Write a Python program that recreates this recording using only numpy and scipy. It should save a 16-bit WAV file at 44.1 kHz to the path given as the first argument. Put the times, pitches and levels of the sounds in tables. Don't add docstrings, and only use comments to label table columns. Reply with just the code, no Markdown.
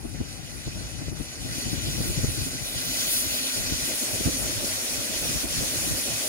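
import sys
import numpy as np
from scipy import signal
from scipy.fft import rfft, irfft, next_fast_len
from scipy.io import wavfile
from scipy.ndimage import uniform_filter1d, map_coordinates

SR = 44100
rng = np.random.default_rng(int(sys.argv[2]) if len(sys.argv) > 2 else 0)


def gain_from_db(level_db):
    decades = np.asarray(level_db, float) / 20
    return 10 ** decades


def unload_audio(sound):
    columns = np.transpose(np.atleast_2d(sound))
    steps = np.round(np.clip(columns, -1, 1) * 32767)
    wavfile.write(sys.argv[1], SR, steps.astype(np.int16))


N = 276948

# time in seconds, hiss level in dB.
STEAM_FLOW = [(0, -51.5), (.28, -45), (.6, -42), (1.0, -42), (1.4, -41), (1.57, -34.5), (1.85, -35),
              (2.4, -33.5), (2.66, -36), (2.97, -30.5), (3.3, -31), (3.75, -30.5), (4.4, -31.5),
              (5.1, -31.5), (5.7, -31), (6.28, -30.5)]
# frequency in Hz, density in dB per Hz.
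JET_COLOUR = [(900, -5), (1150, -2.5), (2100, -4), (4200, -4.5), (5200, -4.5), (6200, -5), (7800, -6.5),
              (9400, 1), (10500, 3), (11800, 2), (13300, 3), (14600, 4), (15500, 2)]
# frequency in Hz, width in Hz, lift in dB.
JET_PEAKS = [(2580, 100, 2.5), (2820, 150, 2), (4960, 80, 3.5), (6770, 75, 8), (8400, 300, 2),
             (10430, 250, 7), (5700, 170, 7), (6120, 200, 6), (3950, 170, 4), (4370, 180, 4),
             (10950, 270, 4), (7440, 120, 5.5)]
# frequency in Hz, width in Hz, lift in dB.
SHELL_PEAKS = [(4650, 110, 1), (5770, 120, -2), (6450, 180, 1), (6800, 150, -2), (7600, 120, -1.5),
               (8480, 200, -0.5), (9000, 150, 3), (9500, 120, 0.5), (9800, 180, 2), (10150, 200, 1),
               (11850, 200, 1), (12350, 250, -1.5), (13000, 250, 0), (13450, 180, -2), (14470, 200, 2.5),
               (15230, 250, 1)]
# frequency in Hz, density in dB per Hz.
CLOUD_COLOUR = [(900, -13), (1150, -9), (2100, -5), (4200, -4.5), (5200, -2.5), (6200, 0), (7800, -3),
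                (9400, 0.5), (10500, 5), (11800, -3), (13300, -2), (14600, 0), (15500, -1)]
# frequency in Hz, width in Hz, lift in dB.
CLOUD_PEAKS = [(2520, 120, 1.5), (3200, 170, 1), (4370, 190, 4), (5620, 150, 4), (6050, 150, 0.5),
               (6940, 300, 0)]
# delay in ms, gain as a ratio.
PORT_PATHS = [(-1.706, -0.06), (-0.425, 0.08), (-0.017, -0.13), (0.119, 0.28), (0.21, 0.11), (0.317, 0.05),
              (0.38, 0.17), (0.425, 0.17), (0.454, 0.07), (0.584, 0.12), (0.777, 0.06), (0.833, 0.05),
              (0.947, -0.06), (1.003, -0.06), (1.321, -0.05), (1.559, 0.06), (1.604, 0.1), (1.655, 0.09),
              (1.978, 0.09), (2.035, 0.13), (2.086, 0.06), (2.307, -0.06)]
# delay in ms, ripple in dB.
RIPPLE_LEFT = [(0.465, 0.37), (0.567, 0.3), (0.765, -0.44), (0.845, 0.31), (1.066, -0.29), (1.111, -0.42),
               (1.576, -0.48), (1.82, -0.44), (1.927, 0.46), (2.029, 0.45), (2.092, 0.32), (2.296, -0.23),
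               (2.358, 0.31), (2.772, -0.29), (2.885, -0.39), (3.424, 0.35)]
# delay in ms, ripple in dB.
RIPPLE_RIGHT = [(0.295, -0.33), (0.351, -0.48), (0.459, 0.44), (0.522, -0.39), (0.782, -0.31),
                (1.003, 0.42), (1.1, -0.47), (1.213, 0.58), (1.383, 0.44), (1.446, 0.4), (1.576, -0.31),
                (1.638, 0.28), (1.757, -0.3), (1.927, 0.49), (2.347, 0.32), (2.868, -0.26)]
# time in seconds, gain in dB, treble gain in dB, width in ms.
PATH_EDDIES = [(.05, 1, 9.5, 79), (.16, 2, -3, 35), (.33, 2.5, 2, 48), (.4, -3, 1, 32), (.57, -1.5, 3, 32),
               (1.08, 0.5, -2.5, 20), (1.13, -7.5, 6, 18), (1.22, -1.5, 3, 40), (1.56, 0, 1.5, 40),
               (1.81, -0.5, -3, 94), (2.07, -0.5, 4.5, 45), (2.18, 0.5, -2, 31), (2.31, -1.5, 3, 45),
               (2.5, -4, 2, 9.1), (2.71, -2.5, 5, 22), (3.0, 1.5, -2, 45), (3.15, 0.5, 5.5, 46),
               (3.34, 0.5, -2, 47), (3.5, -0.5, 0.5, 83), (3.73, -0.5, -5, 61), (3.95, -1.5, 3, 32),
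               (4.25, 2, 0, 17), (4.39, -2.5, 5, 23), (4.78, -0.5, 0.5, 65), (5.29, 1, -1, 64),
               (5.47, -4.5, 1.5, 21), (5.57, 1.5, 0.5, 35), (5.96, -1, 2, 94)]
# time in seconds, throat gain in dB, fizz gain in dB,
# width in ms.
SWIRLS = [(.12, -1, 1.5, 40), (.33, -2.5, -1.5, 50), (.55, -4, -1, 30), (.78, 2.5, 0, 35),
          (.98, -1, -7, 50), (1.2, 1, 2, 30), (1.42, 0.5, .5, 40), (1.67, -0.5, -2, 50), (1.85, 5, 1.5, 61),
          (2.07, 0.5, 2, 35), (2.2, 0, -2, 30), (2.32, 1, 1.5, 25), (2.55, -1.5, -2, 45), (2.67, 3, 1, 33),
          (2.77, 4.5, 4, 25), (2.87, 2.5, 4, 25), (3.0, 0.5, 1, 50), (3.1, 3, 4, 46), (3.2, -1, 1, 30),
          (3.36, 1.5, 6, 30), (3.47, 5, -3, 45), (3.6, -1.5, -3, 40), (3.92, 0.5, 0, 40), (4.1, -2, 0, 45),
          (4.35, -1.5, -1, 40), (4.6, -0.5, 1, 66), (4.95, -0.5, 2, 67), (5.25, 0.5, 3, 38),
          (5.55, 1, 0, 40), (5.72, -0.5, 1, 60), (6.1, 0.5, -0.5, 90)]
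# frequency in Hz, left over right in dB.
STEAM_LEAN = [(500, -0.5), (2500, 0.9), (6400, 0.1), (10000, 1.8), (15000, 1.7)]
# time in seconds, wind level in dB, left over right in dB.
BREEZE = [(0, -38.5, 11), (.25, -37.5, 15), (.5, -42.5, 11.5), (.8, -39, 9), (1.3, -42.5, 7),
          (1.68, -32, 5), (2.25, -36, 14), (2.55, -41.5, 17), (3.0, -42.5, 0), (3.35, -44.5, 7),
          (3.75, -38.5, 11), (4.0, -44.5, 4), (4.4, -35, 1), (4.8, -44, 4), (5.1, -40.5, -1),
          (5.35, -40, 10), (5.75, -36.5, -3.5), (6.28, -40.5, -6)]
# time in seconds, left gain in dB, right gain in dB,
# width in ms.
LULLS = [(.02, 1, -19, 32), (.12, -1, -10, 36), (.28, -1.5, -19, 35), (.42, -25, -15, 29),
         (.63, -3, -20, 25), (.93, 3, -2, 18), (1.15, 7, -19, 27), (1.27, 1, -11, 25), (1.39, 5, -11, 31),
         (1.59, -10, -27, 32), (1.79, -3, -22, 43), (2.36, -5, -18, 25), (2.67, -6, -17, 48),
         (2.85, 2, -7, 25), (3.17, 0.5, -24, 50), (3.5, -9, -18, 60), (3.68, 1.5, -7, 28),
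         (4.01, -7, -14, 53), (4.42, 3, -20, 32), (4.72, 7.5, -18, 27), (4.86, -9, -1, 13),
         (4.2, -9, -1, 11), (5.06, -16, -4, 30), (5.17, -23, -1, 18), (5.46, -7, -23, 29),
         (5.72, -22, -1, 29), (5.84, 6, -7, 28), (6.05, -7, -13, 25), (6.22, -19, -7, 36)]
# time in seconds, rumble level in dB, flutter level in dB.
GUSTS_LEFT = [(0.052, -33, -27), (0.147, -35, -35), (0.21, -24.5, -28), (0.397, -34, -60),
              (0.444, -35, -62), (0.676, -28, -32), (0.764, -34, -44), (0.812, -41, -35), (0.851, -34, -42),
              (0.99, -32, -60), (1.019, -40, -36), (1.084, -26.5, -31.5), (1.123, -31, -33),
              (1.207, -26.5, -28), (1.419, -31, -57), (1.456, -30, -35), (1.508, -34, -50),
              (1.585, -33, -32.5), (1.669, -32, -32), (1.734, -27, -28), (1.784, -26.5, -35),
              (1.847, -34, -40), (1.873, -36, -36), (1.984, -28, -24.5), (2.009, -27, -28),
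              (2.057, -38, -32), (2.106, -25.5, -32), (2.179, -22, -35), (2.242, -19, -25),
              (2.388, -26, -37), (2.415, -24, -34), (2.469, -42, -39), (2.552, -41, -38),
              (2.623, -30.5, -40), (2.767, -32, -48), (3.274, -33, -44), (3.318, -40, -47),
              (3.575, -36, -39), (3.605, -34, -48), (3.722, -27, -29), (3.828, -34, -53), (4.03, -53, -36),
              (4.142, -34, -36), (4.21, -41, -27), (4.277, -24, -23), (4.532, -46, -35), (4.641, -39, -37),
              (4.993, -33, -43), (5.053, -56, -36), (5.105, -49, -33.5), (5.263, -36, -50),
              (5.303, -39, -36), (5.365, -26, -37), (5.456, -31, -34), (5.585, -27.5, -36),
              (5.632, -43, -29), (5.75, -57, -41), (5.876, -37, -33), (5.916, -29, -31), (6.138, -38, -42)]
# time in seconds, rumble level in dB, flutter level in dB.
GUSTS_RIGHT = [(0.055, -59, -33.5), (0.15, -54, -40.5), (0.209, -40, -28), (0.679, -28, -35),
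               (0.767, -35, -55), (0.856, -33, -49), (1.019, -47, -35), (1.084, -34, -42),
               (1.126, -54, -32.5), (1.206, -46, -34), (1.463, -36, -47), (1.509, -33, -51),
               (1.591, -58, -41), (1.669, -35, -37), (1.739, -52, -30), (1.844, -49, -45),
               (1.886, -28, -38), (1.951, -45, -35), (2.009, -26, -31), (2.073, -35, -35),
               (2.101, -24, -33.5), (2.192, -25, -33), (2.244, -25, -25), (2.29, -20.5, -30.5),
               (2.378, -56, -34), (2.415, -33, -60), (2.471, -41, -31.5), (2.552, -39, -40),
               (2.766, -32, -49), (2.875, -47, -40), (3.132, -57, -41), (3.257, -55, -37),
               (3.459, -57, -45), (3.58, -54, -39), (3.605, -38, -36), (3.731, -27, -36), (3.93, -46, -40),
               (4.035, -52, -35), (4.137, -35, -38), (4.205, -31, -37), (4.263, -19.5, -25),
               (4.291, -36, -25.5), (4.464, -40, -35.5), (4.507, -40, -41), (4.576, -30, -46),
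               (4.642, -43, -33.5), (5.157, -35, -60), (5.221, -36, -60), (5.26, -34, -37),
               (5.303, -34, -34), (5.351, -35, -30.5), (5.444, -53, -31), (5.508, -37, -60),
               (5.582, -32, -42), (5.612, -32, -32), (5.776, -33, -60), (5.874, -37, -34), (5.92, -27, -37),
               (5.952, -35, -40), (6.112, -34, -50)]
# frequency in Hz, density in dB per Hz.
RUMBLE_COLOUR = [(15, -36), (30, -11), (42, 4), (58, 1), (125, -1), (190, -7), (240, -38)]
# frequency in Hz, density in dB per Hz.
FLUTTER_COLOUR = [(150, -42), (210, 1.5), (290, 1), (390, -8.5), (480, -14), (750, -25), (1200, -31),
                  (2000, -55)]
# frequency in Hz, density in dB per Hz.
LEAF_COLOUR = [(250, -25), (500, -18), (750, 7.5), (1000, -6.5), (1500, -2.5), (2500, -6.5), (4000, -9)]
# frequency in Hz, density in dB per Hz.
ROAR_COLOUR = [(170, -48), (225, -5), (262, -6.5), (305, -5), (440, -8), (540, -5), (615, -3), (700, -9.5),
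               (820, -15.5), (1000, -22.5), (1400, -70)]

FULL_DB = -31


def unit(x):
    return x / np.sqrt(np.mean(x ** 2, axis=-1, keepdims=True) + 1e-20)


def along(points, hz):
    f, v = np.transpose(points)
    return np.interp(np.log(hz + 1), np.log(f + 1), v, left=-120, right=-120)


def peaks_db(peaks, hz):
    return sum(db / (1 + (2 * (hz - centre_hz) / width) ** 2) for centre_hz, width, db in peaks)


def curves(rows):
    s, *cols = np.transpose(rows)
    return [np.interp(np.arange(N) / SR, s, c) for c in cols]


def passing(rows):
    t = np.arange(0, N, 64) / SR
    s, *dbs, ms = np.transpose(rows)
    bumps = np.exp(-.5 * ((t[:, None] - s) / (ms / 1000)) ** 2)
    return [np.interp(np.arange(N) / SR, t, bumps @ db) for db in dbs]


def wobble(rate):
    return map_coordinates(rng.standard_normal(int(N * rate / SR) + 4), [np.arange(N) * rate / SR])


def filtered(x, response):
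    m = next_fast_len(N + 8192)
    return irfft(rfft(x, m) * response(np.fft.rfftfreq(m, 1 / SR)), m)[..., :N]


def echoes(taps, hz):
    ms, gain = np.transpose(taps)
    grid = np.linspace(0, SR / 2, 2048)
    return np.interp(hz, grid, np.exp(-2j * np.pi * np.outer(grid, ms) / 1000) @ gain)


def patchy_pair(patchy_db):
    z = signal.stft(rng.standard_normal((2, N + 512)), nperseg=512)[2]
    field = rng.standard_normal(z.shape[1:])
    field = uniform_filter1d(uniform_filter1d(field, size=9, axis=0), size=8, axis=1)
    field = field - 0.6 * uniform_filter1d(field, size=36, axis=1)
    return signal.istft(z * gain_from_db(patchy_db * field / field.std()), nperseg=512)[1][:, :N]


def at_ports(pair, alike, most=0.77):
    capped = lambda hz: alike(hz) / np.maximum(abs(alike(hz)) / most, 1)
    rest = lambda hz: np.sqrt(np.clip(1 - abs(capped(hz)) ** 2, .02, 1))
    return np.array([pair[0], filtered(pair[0], capped) + filtered(pair[1], rest)])


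def ripple_db(hz):
    return np.real([echoes(RIPPLE_LEFT, hz), echoes(RIPPLE_RIGHT, hz)])


def valve_jet():
    def colour(hz):
        onset_db = -9 / (1 + (hz / 1400) ** 4)
        body_db = along([(600, -8), *JET_COLOUR, (17500, -3)], hz)
        peak_db = peaks_db(JET_PEAKS, hz) + peaks_db(SHELL_PEAKS, hz)
        return gain_from_db(body_db + onset_db + peak_db + 1.4 * ripple_db(hz))

    jet = at_ports(patchy_pair(patchy_db=1.36), lambda hz: 1.25 * echoes(PORT_PATHS, hz))
    return filtered(jet, colour)


def steam_cloud():
    def colour(hz):
        body_db = along([(600, -37), *CLOUD_COLOUR, (17500, -12)], hz)
        return gain_from_db(body_db + peaks_db(CLOUD_PEAKS, hz) + 0.48 * ripple_db(hz))

    cloud = at_ports(patchy_pair(patchy_db=1.46), lambda hz: 0.71 * echoes(PORT_PATHS, hz))
    return filtered(cloud, colour)


def five_bands(x):
    below = lambda hz, edge: 1 / (1 + (hz / edge) ** 16)
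    edges = (1, 2800, 4200, 7600, 11600, 17000)
    bands = lambda hz: np.array([[below(hz, b) - below(hz, a)] for a, b in zip(edges, edges[1:])])
    return unit(filtered(x, bands))


def cocks():
    half_open_s, opening_s = 3.84, 0.12
    return 1 / (1 + np.exp((half_open_s - np.arange(N) / SR) / opening_s))


def hiss():
    flow_db = curves(STEAM_FLOW)[0] - FULL_DB
    gain_db, bright_db = passing(PATH_EDDIES)
    hiss_db = FULL_DB + flow_db + gain_db

    laws = ((-7.5, 0.77), (-3.37, 1.24), (-7.5, 2))
    breath_db, treble_db, fizz_db = (db + (grows - 1) * flow_db for db, grows in laws)
    breath_db = breath_db - (1 - 0.48) * gain_db
    treble_db = treble_db + bright_db
    throat_db, swirl_db = passing(SWIRLS)
    seats_s, seating_s, seated_db = 3.7, 0.012, -1
    seated = (1 + np.tanh((np.arange(N) / SR - seats_s) / seating_s)) / 2
    fizz_db = fizz_db + 0.68 * bright_db + swirl_db + seated_db * seated

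    share_before, share_after = 0.043, 0.92
    share = np.clip(share_before + (share_after - share_before) * cocks(), 0, 1)
    jet_bands, cloud_bands = five_bands(valve_jet()), five_bands(steam_cloud())
    breath, throat, body, treble, fizz = np.sqrt(1 - share) * jet_bands + np.sqrt(share) * cloud_bands

    shimmer = wobble(24) + 0.5 * wobble(16)
    low = gain_from_db(breath_db - 1.14) * breath
    middle = gain_from_db(-1.52) * body + gain_from_db(throat_db - 7.6 - 0.5 * share) * throat
    high = gain_from_db(treble_db + 0.75 * shimmer) * treble + gain_from_db(fizz_db + 0.79 * shimmer) * fizz
    return gain_from_db(hiss_db + 0.3 * wobble(19)) * (low + middle + high)


def low_level(full_db, grows, cocks_db):
    pressure_s = 0.32
    flow_db = uniform_filter1d(curves(STEAM_FLOW)[0], size=int(pressure_s * SR)) - FULL_DB
    return full_db + grows * flow_db + cocks_db * cocks()


def drone(hz=258, width=42):
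    pair = at_ports(rng.standard_normal((2, N)), lambda f: 0.9 + 0 * f)
    mode = lambda f: (1j * f * width / (hz * hz - f * f + 1j * f * width)) ** 2
    level_db = low_level(full_db=-46, grows=0.98, cocks_db=-2.8)
    return gain_from_db(level_db + 2.5 * wobble(8.7)) * unit(filtered(pair, mode))


def eddies(colour, evenness):
    x = unit(filtered(rng.standard_normal(N), lambda hz: gain_from_db(along(colour, hz))))
    swell = np.abs(uniform_filter1d(uniform_filter1d(x ** 2, size=600), size=400)) + 0.034
    return unit(x / swell ** (evenness / 2))


def port_wind(rumble_db, flutter_db, gusts, pitch):
    t = np.arange(N) / SR
    restless = 2.5 * wobble(24)
    power = gain_from_db(2 * np.array([rumble_db - 2.2 + restless, flutter_db - 4.0 + 0.69 * restless]))
    for s, gust_rumble_db, gust_flutter_db in gusts:
        ms = 8.9 * np.exp(-0.03 * (max(gust_rumble_db, gust_flutter_db) + 28))
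        near = slice(max(round((s - .06) * SR), 0), round((s + .06) * SR))
        width = np.array([[.85], [.45]]) * ms / 1000
        bump = np.exp(-.5 * ((t[near] - s) / width) ** 2)
        power[:, near] += gain_from_db(2 * np.array([[gust_rumble_db + 0.3], [gust_flutter_db + 0.5]])) * bump
    rumble = np.sqrt(power[0]) * eddies(RUMBLE_COLOUR, evenness=0.88)
    flutter = np.sqrt(power[1]) * eddies(np.multiply(FLUTTER_COLOUR, (pitch, 1)), evenness=0.53)
    return rumble + flutter


def wind():
    (wind_db, lean_db), (left_db, right_db) = curves(BREEZE), passing(LULLS)
    flutter_db = -44 + 1 * (wind_db + 39.5)
    sheltered = 0.15
    ports = (
        (left_db + lean_db / 2, GUSTS_LEFT, 1),
        (right_db - lean_db / 2, GUSTS_RIGHT, 1.076),
    )
    both = np.array([port_wind(wind_db + db, flutter_db + sheltered * db, gusts, pitch)
                     for db, gusts, pitch in ports])
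    low_cut_hz = 33
    return filtered(both, lambda hz: (1j * hz / (low_cut_hz + 1j * hz)) ** 2 * gain_from_db(1.5))


def trees():
    pair = at_ports(patchy_pair(patchy_db=4.0), lambda hz: 0.063 + 0 * hz)
    return gain_from_db(-53.0) * unit(filtered(pair, lambda hz: gain_from_db(along(LEAF_COLOUR, hz))))


def capsules():
    return gain_from_db(-55) * unit(np.diff(rng.standard_normal((2, N + 3)), n=3))


def roar():
    pair = at_ports(patchy_pair(patchy_db=2.5), lambda hz: 0.64 + 0 * hz)
    level_db = low_level(full_db=-44, grows=0.68, cocks_db=3.13)
    return gain_from_db(level_db) * unit(filtered(pair, lambda hz: gain_from_db(along(ROAR_COLOUR, hz))))


def scene():
    lean_db = lambda hz: np.interp(hz, *np.transpose(STEAM_LEAN)) / 2
    steam = filtered(hiss() + drone() + roar(), lambda hz: gain_from_db([lean_db(hz), -lean_db(hz)]))
    return steam + wind() + trees() + capsules()


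def band_limit(x):
    return signal.sosfilt(signal.butter(12, 15830, fs=SR, output="sos"), x)


def record(dry):
    mix = filtered(dry, lambda hz: hz < 15770)
    return band_limit(mix)


dry = scene()
out = record(dry)
unload_audio(out)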